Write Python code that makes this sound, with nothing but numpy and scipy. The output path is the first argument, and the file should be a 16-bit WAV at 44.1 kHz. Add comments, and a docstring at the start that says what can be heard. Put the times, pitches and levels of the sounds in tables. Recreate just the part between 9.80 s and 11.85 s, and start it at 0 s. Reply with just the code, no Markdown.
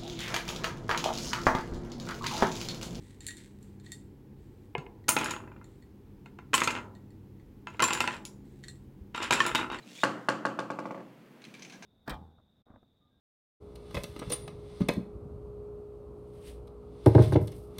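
"""A small hard ball bounces to rest on a cloth-covered board, dropped by a robot hand in a small room.
Each landing gives a short thud of the board and a click; board and room ring on.
The arm's motors hum faintly, whirr and whine as the hand opens. Its joints squeak briefly,
then tick and rattle as it moves away."""
import sys
import numpy as np
from scipy import signal
from scipy.fft import rfft, irfft
from scipy.io import wavfile
from scipy.ndimage import uniform_filter1d

SR = 44100
rng = np.random.default_rng(int(sys.argv[2]) if len(sys.argv) > 2 else 0)


def master(y):
    """Save y as 16-bit WAV."""
    cut = np.clip(np.atleast_2d(y).T, -1, 1)
    pcm = np.round(cut * 32767)  # scale
    wavfile.write(sys.argv[1], SR, pcm.astype(np.int16))


N = 90404
T = np.arange(N) / SR
HZ = np.maximum(np.fft.rfftfreq(N, 1 / SR), 1)

# motor hum and room air: freq_hz, density_db
HUM_SPECTRUM = [(30, 4), (90, -8), (190, 2), (340, -5.5), (800, -16), (2500, -21), (4000, -29.5),
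                (8000, -38)]
# hum envelope: time_s, level_db
HUM_ENVELOPE = [(0, -52), (.5, -56), (1.4, -53.5), (1.7, -51.5), (2.05, -51)]
# gear whirr: freq_hz, density_db
WHIRR_SPECTRUM = [(600, -31), (1500, -6), (3500, 3), (4800, -2.5), (7000, -2.5), (12500, -19), (15500, -19)]
# whirr envelope: time_s, level_db
WHIRR_ENVELOPE = [(0, -72), (.07, -62.5), (.09, -57), (.23, -49.5), (.3, -64.5), (1.62, -101), (1.78, -76),
                  (1.85, -66.5), (2.05, -72)]
# finger motor run-up: time_s, pitch_hz, level_db
FINGER_WHINE = [(.05, 2400, -72), (.10, 2750, -58), (.135, 3076, -96), (.155, 3290, -55), (.19, 3550, -57),
                (.228, 3690, -45.5), (.27, 3920, -130)]
# joint squeaks: centre_s, sigma_s, pitch_hz, level_db
JOINT_SQUEAKS = [(.033, 0.0053, 4050, -56), (0.189, 0.0027, 2370, -41.5), (1.643, 0.0016, 4070, -45)]

# ball landings: time_s, strength_db, click_db, spot (-1 to 1)
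LANDINGS = [(0.235, 0, 2, -0.65), (.4868, -1.67, -1, -0.7), (0.6526, -3.5, -7.5, -0.81),
            (.7898, -6.5, -11, 1), (0.903, -8.5, -18, 0.75), (0.989, -9.5, -20, -0.082),
            (1.056, -11.5, -25.5, -0.26), (1.1088, -12, -28.5, 0.23), (1.1469, -14, -33.5, 0.54),
            (1.1772, -18.5, -39, 0), (1.2035, -19, -38, 0)]
# thud echoes off edges and walls: delay_s, level_db
THUD_ECHOES = [(.00348, -8), (.00544, -13.5), (.00716, -20), (.00896, -16.5), (.0175, -16.5),
               (0.0197, -14.5)]
# board modes: pitch_hz, level_db, t60_s
BOARD_MODES = [(121.6, -46.5, 0.73), (177.1, -35.5, 0.42), (280.4, -35, 0.43), (313.7, -31.5, 0.24),
               (510.2, -32, 0.28), (553, -26.5, 0.23), (618, -32, 0.14), (850, -35, .34),
               (880, -34.5, 0.31), (978, -30, 0.21), (1085, -33.5, 0.33), (1130, -28.5, 0.35),
               (1143, -35, 0.35), (1252, -28.5, 0.34), (1501, -26.5, 0.13), (1544, -25.5, .3),
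               (1604, -21.5, 0.22)]
# dense ringing of board and room: freq_hz, density_db
TAIL_SPECTRUM = [(110, -5), (230, -4), (320, 0), (430, -8), (540, -3.5), (730, -4.5), (1250, 0),
                 (2000, 1.5), (3000, 0), (6000, -25)]
# its decay: freq_hz, t60_s
TAIL_DECAY = [(120, 0.41), (260, 0.99), (700, 0.6), (1800, 0.64)]
# ball click: freq_hz, density_db
CLICK_SPECTRUM = [(1500, -1), (5200, 6.5), (9400, -3.5), (11000, -14), (15000, -26)]
# rings in the click: pitch_hz, level_db, db_per_spot
CLICK_RINGS = [(2620, -32, 4), (2830, -45, -27.5), (3515, -28, 10.5), (4320, -30, -1), (4910, -31, 7.5),
               (5870, -32.5, 7), (7390, -40.5, 3)]
# room tail of the click: freq_hz, density_db
CLICK_ROOM_SPECTRUM = [(1800, -5), (2850, -3), (3800, -13), (4350, -6.5), (5200, -14.5), (7200, -14.5),
                       (9000, -23), (15000, -43)]

# joint ticks: start_s, level_db, t60_s, knock_rel_db, rattle_rel_db
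JOINT_TICKS = [(1.6187, -52.5, 0.046, -5, -7.5), (1.641, -47, 0.027, -12, -11),
               (1.6503, -44.5, 0.037, -24, -11.5), (1.7398, -43, .025, -15, -13),
               (1.749, -45.5, 0.02, -9, -20), (1.7937, -50.5, 0.031, -2, -1.5),
               (1.8216, -45.5, 0.077, -13, 0), (1.848, -48.5, .08, -8.5, -3), (1.8975, -48, 0.084, -13, -9),
               (1.923, -51, 0.2, -1, -5), (2.0238, -49.5, 0.22, 3, -3)]
# bright tick: freq_hz, density_db
TICK_SPECTRUM = [(1000, -33), (2350, 3.5), (2900, -3.5), (4000, -5), (5300, -14.5), (10000, -20.5),
                 (15000, -63)]
# low knock: freq_hz, density_db
KNOCK_SPECTRUM = [(300, -24), (750, 5.5), (1400, -6), (1650, 11.5), (2100, -43)]
# thin rattle: freq_hz, density_db
RATTLE_SPECTRUM = [(3000, -18), (6250, 4), (7200, -12), (15000, -57)]

RING_BUILD_S = 0.00081
PITCH_WOBBLE_RMS = 0.0246


def amp(db):
    """Decibels to gain."""
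    return 10 ** (np.asarray(db) / 20)


def at_hz(table, hz):
    """Table lookup on a log-frequency axis."""
    freqs_hz, values = np.transpose(table)
    return np.interp(np.log(hz), np.log(freqs_hz), values)


def in_time(table):
    """Table columns as curves over T."""
    times_s, *columns = np.transpose(table)
    return [np.interp(T, times_s, column) for column in columns]


def noise(spectrum):
    """Coloured noise, rms 1."""
    x = irfft(rfft(rng.standard_normal(N)) * amp(at_hz(spectrum, HZ)), N)
    return x / x.std()


def jitter():
    """Smoothed noise, rms 1."""
    x = uniform_filter1d(rng.standard_normal(N), size=60)
    return x / x.std()


def fade(start_s, t60_s):
    """Step to 1, then exponential decay."""
    return (T >= start_s) * np.exp(-np.log(1000) * np.maximum(T - start_s, 0) / t60_s)


def burst(centre_s, sigma_s):
    """Gaussian envelope, peak 1."""
    return np.exp(-.5 * ((T - centre_s) / sigma_s) ** 2)


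def motor_hum():
    """Faint continuous noise of motors and room air."""
    return amp(in_time(HUM_ENVELOPE)[0]) * noise(HUM_SPECTRUM)


def gear_rasp(depth_db=3.2):
    """Fast level flutter of the gears, rms 1."""
    gain = amp(depth_db * jitter())
    return gain / np.sqrt(np.mean(gain ** 2))


def gear_drive(octave_db=-14):
    """Gears whirr as the arm moves; the finger motor whines up in pitch, then stops."""
    whirr = amp(in_time(WHIRR_ENVELOPE)[0]) * noise(WHIRR_SPECTRUM)
    pitch_hz, whine_db = in_time(FINGER_WHINE)
    phase = 2 * np.pi * np.cumsum(pitch_hz * (1 + PITCH_WOBBLE_RMS * jitter())) / SR
    whine = np.sqrt(2) * (np.sin(phase) + amp(octave_db) * np.sin(2 * phase))
    return gear_rasp() * (whirr + amp(whine_db) * whine)


def joint_squeaks():
    """Brief tones, rough in pitch and level."""
    clock_s = np.cumsum(1 + PITCH_WOBBLE_RMS * jitter()) / SR
    tones = sum(amp(db) * burst(centre_s, sigma_s) * np.sin(2 * np.pi * hz * clock_s)
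                for centre_s, sigma_s, hz, db in JOINT_SQUEAKS)
    return gear_rasp() * tones


def thud(at_s, peak_hz=1766):
    """One push and pull of air, height 1; the board radiates best at peak_hz."""
    ratio_sq = (HZ / peak_hz) ** 2
    pulse = irfft(1j * ratio_sq * np.exp(-ratio_sq - 2j * np.pi * HZ * at_s), N)
    return pulse / pulse.max()


def dense_tail(start_s, late_db=-23, early_db=-15, early_t60_s=0.033):
    """Board and room ringing, decaying per octave band, plus early reflections."""
    spectrum = rfft(noise(TAIL_SPECTRUM))
    centres_hz = np.geomspace(110, 3520, 6)
    late = 0
    for hz, weights in zip(centres_hz, np.eye(len(centres_hz))):
        band = irfft(spectrum * np.interp(np.log(HZ), np.log(centres_hz), weights), N)
        late += band * fade(start_s, at_hz(TAIL_DECAY, hz))
    early = noise(TAIL_SPECTRUM) * fade(start_s, early_t60_s)
    return amp(late_db) * late + amp(early_db) * early


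def board_response(at_s, thud_db=4):
    """Impulse response: thud, echoes, modes, tail."""
    thuds = thud(at_s) + sum(amp(db) * thud(at_s + delay_s) for delay_s, db in THUD_ECHOES)
    modes = sum(amp(db) * np.sin(2 * np.pi * (hz * (T - at_s) + rng.random())) * fade(at_s, t60_s)
                for hz, db, t60_s in BOARD_MODES)
    build = 1 - np.exp(-np.maximum(T - at_s, 0) / RING_BUILD_S)
    return amp(thud_db) * thuds + build * (modes + dense_tail(at_s))


def board_blows(first_contact_s=0.0006, stretch_exponent=0.29):
    """One half-sine push per landing; weaker ones press longer and sound duller."""
    lead_s = .01  # room for the thud's leading half
    force = np.zeros(N)
    for time_s, strength_db, _, _ in LANDINGS:
        contact_s = first_contact_s * amp(strength_db) ** -stretch_exponent
        push = np.cos(np.pi * np.clip((T - time_s + lead_s) / contact_s, -.5, .5))
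        force += amp(strength_db) * push / push.sum()
    return signal.fftconvolve(force, board_response(lead_s))[:N]


def click_rings(start_s, click_db, spot, t60_s=.018, scatter_db=5, pitch_spread=.012):
    """Short pitched rings of one click; the spot struck sets their balance."""
    age_s = np.arange(SR // 10) / SR
    build = 1 - np.exp(-age_s / RING_BUILD_S)
    first = int(start_s * SR)
    rings = np.zeros(N)
    for hz, mode_db, db_per_spot in CLICK_RINGS:
        louder, higher = rng.standard_normal(2)
        level_db = click_db + mode_db + spot * db_per_spot + scatter_db * louder
        tone = np.sin(2 * np.pi * (hz * (1 + pitch_spread * higher) * age_s + rng.random()))
        rings[first:first + len(age_s)] += amp(level_db - 60 * age_s / t60_s) * build * tone
    return rings


def ball_clicks(lag_s=0.003, sigma_s=0.001245):
    """Bright click just after each thud: crack, echo, rings, room tail."""
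    crack_db, echo_db, echo_lag_s = -31.5, -3.5, 0.0133
    room_db, room_t60_s = -37.5, 0.34
    crack, room, rings = 0, 0, 0
    for time_s, _, click_db, spot in LANDINGS:
        click_s = time_s + lag_s
        echo = amp(echo_db) * burst(time_s + echo_lag_s, sigma_s)
        crack += amp(click_db + crack_db) * (burst(click_s, sigma_s) + echo)
        room += amp(click_db + room_db) * fade(click_s, room_t60_s)
        rings += click_rings(click_s - sigma_s, click_db, spot)
    return crack * noise(CLICK_SPECTRUM) + rings + room * noise(CLICK_ROOM_SPECTRUM)


def joint_ticks(room_db=-13.5, room_t60_s=0.47):
    """Ticks with knock, rattle and room tail; the wrist's metal rings after each."""
    ring_hz, ring_db, ring_t60_s, pitch_spread = 2365, -7, 0.11, 0.024
    tick_power, knock_power, rattle_power, metal = 0, 0, 0, 0
    for start_s, db, t60_s, knock_db, rattle_db in JOINT_TICKS:
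        power = fade(start_s, t60_s) ** 2 + (amp(room_db) * fade(start_s, room_t60_s)) ** 2
        tick_power += amp(db) ** 2 * power
        knock_power += amp(db + knock_db) ** 2 * power
        rattle_power += amp(db + rattle_db) ** 2 * power
        hz = ring_hz * (1 + pitch_spread * rng.standard_normal())
        metal += amp(db + ring_db) * np.sin(2 * np.pi * hz * (T - start_s)) * fade(start_s, ring_t60_s)
    ticks = np.sqrt(tick_power) * noise(TICK_SPECTRUM)
    knocks = np.sqrt(knock_power) * noise(KNOCK_SPECTRUM)
    rattles = np.sqrt(rattle_power) * noise(RATTLE_SPECTRUM)
    return ticks + knocks + rattles + metal


def scene():
    """Ball and arm, mono."""
    ball = board_blows() + ball_clicks()
    arm = motor_hum() + gear_drive() + joint_squeaks() + joint_ticks()
    return (ball + arm)[None]


def record(dry):
    """Microphone band limits: deep bass and extreme treble cut."""
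    low_cut_hz, stopband_hz = 117, 16500
    highpass = signal.ellip(6, 1, 27, low_cut_hz, "high", fs=SR, output="sos")
    lowpass = signal.cheby2(16, 60, stopband_hz, fs=SR, output="sos")
    return signal.sosfilt(lowpass, signal.sosfilt(highpass, dry))


dry = scene()
out = record(dry)
master(out)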